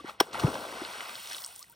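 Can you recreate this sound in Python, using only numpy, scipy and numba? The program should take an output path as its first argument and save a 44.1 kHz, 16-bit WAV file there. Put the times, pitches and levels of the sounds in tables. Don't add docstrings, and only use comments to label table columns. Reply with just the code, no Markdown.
import sys
import numpy as np
from scipy import signal
from scipy.fft import rfft, irfft, next_fast_len
from scipy.io import wavfile
from numba import njit

SR = 44100
rng = np.random.default_rng(int(sys.argv[2]) if len(sys.argv) > 2 else 0)


def wav_out(sig):
    wavfile.write(sys.argv[1], SR, np.round(np.clip(np.atleast_2d(sig).T, -1, 1) * 32767).astype(np.int16))


N = 77175


def amp(db):
    return 10 ** (np.asarray(db) / 20)


def unit_rms(x):
    return x / np.sqrt(np.mean(x ** 2))


def bandpass(x, edges_hz):
    return signal.sosfilt(signal.butter(2, edges_hz, "band", fs=SR, output="sos"), x)


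def column(table, x, col, scale=lambda v: v):
    rows = np.array(table, float)
    return np.interp(scale(x), scale(rows[:, 0]), rows[:, col])


def coloured_noise(spectrum):
    hz = np.maximum(np.fft.rfftfreq(N, 1 / SR), 1)
    gain = amp(column(spectrum, hz, 1, scale=np.log))
    return unit_rms(irfft(rfft(rng.standard_normal(N)) * gain, N))


def random_events(table, max_per_s):
    when, chance, pitch_draw, size_draw = rng.random((int(max_per_s * N / SR), 4)).T
    when = when * N / SR
    per_s = np.clip(column(table, when, 3), 50, max_per_s)
    kept = chance < per_s / max_per_s
    return when[kept], per_s[kept], pitch_draw[kept], size_draw[kept]


@njit
def fading_tones(n, start, step, fade, glide, size):
    out = np.zeros(n)
    for k in range(len(start)):
        wave = size[k] + 0j
        turn = fade[k] * np.exp(1j * step[k])
        bend = np.exp(1j * glide[k])
        hush, hush_fade = 1., fade[k] ** 4
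        for i in range(start[k], min(n, start[k] + int(-6 / np.log(fade[k])))):
            out[i] += wave.imag * (1 - hush)
            hush *= hush_fade
            wave *= turn
            turn *= bend
    return out


def swarm(when, hz, db, per_s, cycles, size_draw, scatter_db, glide=0.):
    scatter = amp(scatter_db * np.minimum(-np.log(size_draw), 4))
    life = cycles * SR / hz
    step = 2 * np.pi * hz / SR
    decay = np.log(1000) / life
    size = amp(db) * unit_rms(scatter) * np.sqrt(8 * decay * SR / per_s)
    return fading_tones(N, (when * SR).astype(np.int64), step, np.exp(-decay), step * glide / life, size)


def still_air():
    # f/Hz, level/dB
    spectrum = [(30, -20), (60, 2), (150, -5.5), (500, -0.5), (1500, -12.5), (4000, -35), (15000, -28.5)]
    return amp(-69.5) * coloured_noise(spectrum)


def wash(t):
    # t/s, level/dB
    levels = [(0.0, -60.5), (0.146, -64), (0.33, -68), (0.438, -40), (0.526, -65), (0.608, -57.5),
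              (1.056, -68), (1.496, -67.5), (1.636, -71), (1.75, -66)]
    middle_hz = 98
    rumble = bandpass(rng.standard_normal(N), [middle_hz / 2, middle_hz * 2])
    return unit_rms(rumble) * amp(column(levels, t, 1))


def churn():
    # t/s, level/dB, middle f/Hz, rate/(1/s), ring length/cycles
    bubbles = [(0, -53.5, 490, 1300, 10), (.03, -57, 480, 1240, 9), (.055, -45.5, 790, 1100, 9),
               (.096, -41.5, 1050, 1450, 6), (.12, -53, 940, 2100, 8), (.19, -62, 740, 4500, 16.5),
               (.224, -44, 497, 2000, 5.1), (.255, -50, 610, 1130, 4.4), (.322, -45.5, 556, 1650, 12),
               (.346, -38, 820, 1500, 2.7), (.425, -34, 700, 1600, 8.6), (.47, -30.5, 616, 1500, 2.8),
               (.526, -37, 587, 2100, 5.7), (.556, -32, 650, 1250, 3.9), (.58, -39.5, 648, 1760, 10.4),
               (.8, -41.5, 797, 1500, 10.3), (.92, -44.5, 930, 1500, 11.3), (1.0, -43, 1090, 1500, 8.3),
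               (1.11, -44.5, 953, 1200, 16.7), (1.22, -53.5, 1175, 780, 16), (1.32, -50.5, 970, 700, 18),
               (1.5, -55.5, 1000, 540, 42), (1.6, -68, 984, 290, 22), (1.75, -72, 1010, 220, 20)]
    when, per_s, pitch_draw, size_draw = random_events(bubbles, max_per_s=2500)
    octaves = np.clip(0.3935 * np.log(pitch_draw / (1 - pitch_draw)), -2.5, 1.2)
    hz = column(bubbles, when, 2) * 2 ** octaves
    db, cycles = column(bubbles, when, 1), column(bubbles, when, 4)
    return swarm(when, hz, db, per_s, cycles, size_draw, scatter_db=0.5, glide=0.43)


def patter():
    # t/s, level/dB, treble tilt/(dB/octave), rate/(1/s)
    drops = [(0, -55, -4, 11300), (.03, -62, -4.5, 10300), (.096, -47, -3.5, 13400),
             (.125, -61.5, 1.5, 8500), (.185, -69.5, -7.5, 14000), (.224, -50.5, -3, 10400),
             (.258, -58, 2, 13000), (.322, -57.5, -6, 9900), (.336, -44, -3, 9300),
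             (.388, -48.5, -1.5, 12500), (.4, -35, -2.5, 7700), (.416, -44.5, -0.5, 15000),
             (.7, -47.5, -2, 19000), (.86, -45.5, -3.5, 12800), (1.1, -46.5, -0.5, 14000),
             (1.29, -46, 1, 11600), (1.33, -42.5, 0, 10000), (1.43, -53, 7.5, 8200), (1.5, -53, 2.5, 7100),
             (1.62, -57, 5, 7100), (1.665, -64, 2, 4000), (1.75, -67.5, -1.5, 3000)]
    low_hz, high_hz = 1673, 17800
    when, per_s, pitch_draw, size_draw = random_events(drops, max_per_s=15000)
    octaves = pitch_draw * np.log2(high_hz / low_hz)
    db = column(drops, when, 1) + column(drops, when, 2) * (octaves - 1.5)
    cycles = 9 * 2 ** (octaves / 2)
    return swarm(when, low_hz * 2 ** octaves, db, per_s, cycles, size_draw, scatter_db=2.6)


def ripples(sound):
    tail_db, fade_s = -9.5, 0.075
    tail = rng.standard_normal(4000) * amp(-60 * np.arange(4000) / SR / fade_s)
    tail /= np.sqrt(np.sum(tail ** 2))
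    return sound + amp(tail_db) * signal.fftconvolve(sound, tail)[:N]


def air_pockets(t):
    # t/s, peak level/dB, f/Hz, length/s, glide/(octaves per length)
    pockets = [(-.003, -41.5, 1164, 0.014, 0), (.006, -45, 298, 0.018, -0.052),
               (.042, -41, 710, 0.0046, -0.14), (0.0446, -28, 292, 0.007, 0.23),
               (.084, -31.5, 814, 0.0068, 0.075), (.093, -33, 1210, 0.007, .1),
               (0.2021, -15.5, 1630, 0.0041, -.1), (.204, -18, 1040, 0.0092, 0.22),
               (.205, -17.5, 766, 0.0087, 0.095), (0.2092, -10.5, 406, 0.006, -0.13),
               (0.281, -40.5, 426, .012, -0.13), (0.345, -25, 1220, 0.003, 0.26),
               (.354, -25, 800, 0.0058, .1), (.397, -26.5, 1090, 0.0044, 0.14),
               (0.4361, -16.5, 341, 0.0085, -0.073), (.4385, -25, 895, 0.0055, -0.046),
               (0.4431, -7.5, 143.6, 0.016, -.1), (.380, -26.5, 575, 0.0083, 0.018),
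               (.401, -29, 520, 0.0049, 0.6), (.479, -19.5, 330, 0.0072, -0.026),
               (.558, -24, 608, 0.0074, -0.13), (0.8164, -26, 299, 0.012, 0.29),
               (1.0065, -34.5, 1300, 0.0026, -0.32), (1.043, -42, 1470, 0.0047, -0.5),
               (1.092, -44, 1510, 0.0042, 0.22), (1.262, -54, 1144, 0.018, 0.31),
               (1.279, -52, 476, 0.047, 1.23), (1.313, -35, 1640, 0.0029, 0.1),
               (1.322, -37, 1710, 0.0051, 0.098), (1.361, -51, 469, 0.043, 1.46),
               (1.426, -41, 1710, 0.0045, 0.24), (1.481, -57, 580, 0.041, 0.84),
               (1.560, -56, 850, 0.013, -0.076), (1.595, -54, 1007, 0.02, 0.028),
               (1.611, -52, 1120, 0.02, 0.15), (1.643, -55, 2030, .008, -0.25),
               (1.692, -55.5, 916, .032, 0.045), (1.725, -58.5, 1370, .016, 0.25)]
    peak_age = 0.37
    out = np.zeros(N)
    for start, db, hz, length, glide in pockets:
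        age = np.clip((t - start) / length, 0, 2)
        swell = (age / peak_age * np.exp(1 - age / peak_age)) ** 2 * (age < 2)
        gliding_hz = hz * 2 ** (glide * age) * (age > 0)
        out += amp(db) * swell * np.sin(2 * np.pi * np.cumsum(gliding_hz) / SR)
    return out


def tail_slap(t):
    # f/Hz, level/dB
    spectrum = [(100, -35), (390, -7), (560, -1), (740, 5.5), (880, -4.5), (1040, 7), (1300, -51.5),
                (1570, 4.5), (2400, -6.5), (3200, -1.5), (4700, -15), (5400, 3), (6200, -13), (9000, -11),
                (15000, -10)]
    start_s, rise_s, hold_s, stop_s = .2023, .0008, .008, .0015
    spatter_db, spatter_fade_s, grit_db = -12, 0.11, 2.5
    split_hz, dulling_db_per_s = 2500, 1100
    age = t - start_s
    after_hold = np.maximum(age - hold_s, 0)
    burst = np.exp(np.clip(age, -1, 0) / rise_s - after_hold / stop_s)
    spatter = amp(spatter_db - 60 * after_hold / spatter_fade_s) * (age > 0)
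    grit = amp(grit_db * np.repeat(rng.standard_normal(N // 30 + 1), 30)[:N])
    noise = coloured_noise(spectrum)
    low = signal.sosfiltfilt(signal.butter(2, split_hz, fs=SR, output="sos"), noise)
    high = (noise - low) * amp(-dulling_db_per_s * np.clip(age, 0, hold_s))
    return amp(-17.5) * (burst + spatter) * grit * (low + high)


def ticks():
    # t/s, peak level/dB, f/Hz
    drops = [(0.312, -46, 3500), (0.3316, -33.5, 4640), (0.3445, -30.5, 2000), (0.3968, -34, 2770),
             (0.436, -31, 2800), (0.4684, -28, 2280), (0.5425, -30.5, 4000), (0.8495, -28.5, 3300),
             (1.0064, -26, 2060), (1.0935, -29.5, 3800), (1.1546, -30, 3740), (1.2728, -34.5, 5700),
             (1.2984, -31, 5980), (1.3114, -35, 3570), (1.3224, -29, 4280), (1.3309, -30.5, 4100),
             (1.347, -26, 2760), (1.367, -29, 8630), (1.3823, -31.5, 3600), (1.405, -41, 8560),
             (1.4202, -31.5, 5460), (1.439, -31, 4300), (1.4467, -23, 6200), (1.4619, -25.5, 8200),
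             (1.4774, -34, 8630), (1.4892, -40, 8230), (1.5264, -45, 9720), (1.5557, -39, 9050),
             (1.561, -32, 9100), (1.5774, -48, 9100), (1.5927, -30.5, 9700), (1.606, -35, 14400),
             (1.6275, -31, 5860), (1.6419, -44, 2060), (1.663, -51, 9530), (1.6821, -47, 14000),
             (1.6982, -36, 13500), (1.7084, -47, 8220), (1.718, -40, 13800), (1.7234, -39.5, 15300)]
    fade_s, width_octaves = .008, .9
    age = np.arange(2000) / SR
    out = np.zeros(N + len(age))
    for start, db, hz in drops:
        edges_hz = np.clip([hz * 2 ** (-width_octaves / 2), hz * 2 ** (width_octaves / 2)], 100, .45 * SR)
        snap = bandpass(rng.standard_normal(len(age)) * amp(-60 * age / fade_s), edges_hz)
        i = int(start * SR)
        out[i:i + len(age)] += amp(db) * snap / np.abs(snap).max()
    return out[:N]


def lake(t, single_drops=0):
    return churn() + wash(t) + ripples(single_drops + patter()) + still_air()


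def scene():
    t = np.arange(N) / SR
    shared = tail_slap(t) + air_pockets(t) + lake(t, ticks())
    return np.array([shared, lake(t)])


def record(dry):
    # f/Hz, level/dB
    response = [(30, -4.5), (900, -2), (1600, 2), (2150, -2.5), (2800, 0.5), (4200, 3.5), (4800, -1.5),
                (5500, 2.5), (6700, -5.5), (7700, 4.5), (9000, 0.5), (10000, 4), (11800, -3), (13500, -4.5),
                (14700, 1), (16000, -9)]
    # f/Hz, right side's lead/cycles, unshared amount/(0-1)
    sides = [(0, 0.004, 0.05), (897, 0.046, 0), (1317, 0.015, 0.05), (1723, 0.47, 0), (1980, 0.84, 0.1),
             (3660, 0.91, 0), (4160, 0.97, 0), (6730, 0.98, 0), (7370, 0.64, 0), (8140, 0.046, 0.5),
             (9000, 0, 0), (9810, 0.25, 0.74), (10550, .5, 0), (11950, .5, 0), (12200, 0.61, 1),
             (13600, 0.94, 0), (16500, 1, 0.14)]
    # f/Hz, level/dB
    balance = [(30, 1.5), (400, 1.5), (1100, 2.5), (1550, 6), (2000, -5), (2500, 0)]
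    bass_cut_hz, treble_cut_hz = 50, 15950
    size = next_fast_len(N + 4096)
    hz = np.fft.rfftfreq(size, 1 / SR)
    shared, apart = rfft(dry, size)
    apart_share = np.clip(column(sides, hz, 2), 0, 1) / 2
    shared *= np.sqrt(1 - apart_share)
    apart *= np.sqrt(apart_share)
    colour_db = column(response, hz, 1) - 10 * np.log10(1 + (bass_cut_hz / (hz + 1)) ** 6)
    lean_db = column(balance, hz, 1) / 2
    lead = np.exp(2j * np.pi * column(sides, hz, 1))
    left = amp(colour_db + lean_db) * (shared + apart)
    right = amp(colour_db - lean_db) * (shared - apart) * lead
    stereo = irfft(np.array([left, right]), size)[:, :N]
    return signal.sosfilt(signal.ellip(10, .2, 70, treble_cut_hz, fs=SR, output="sos"), stereo)


dry = scene()
out = record(dry)
wav_out(out)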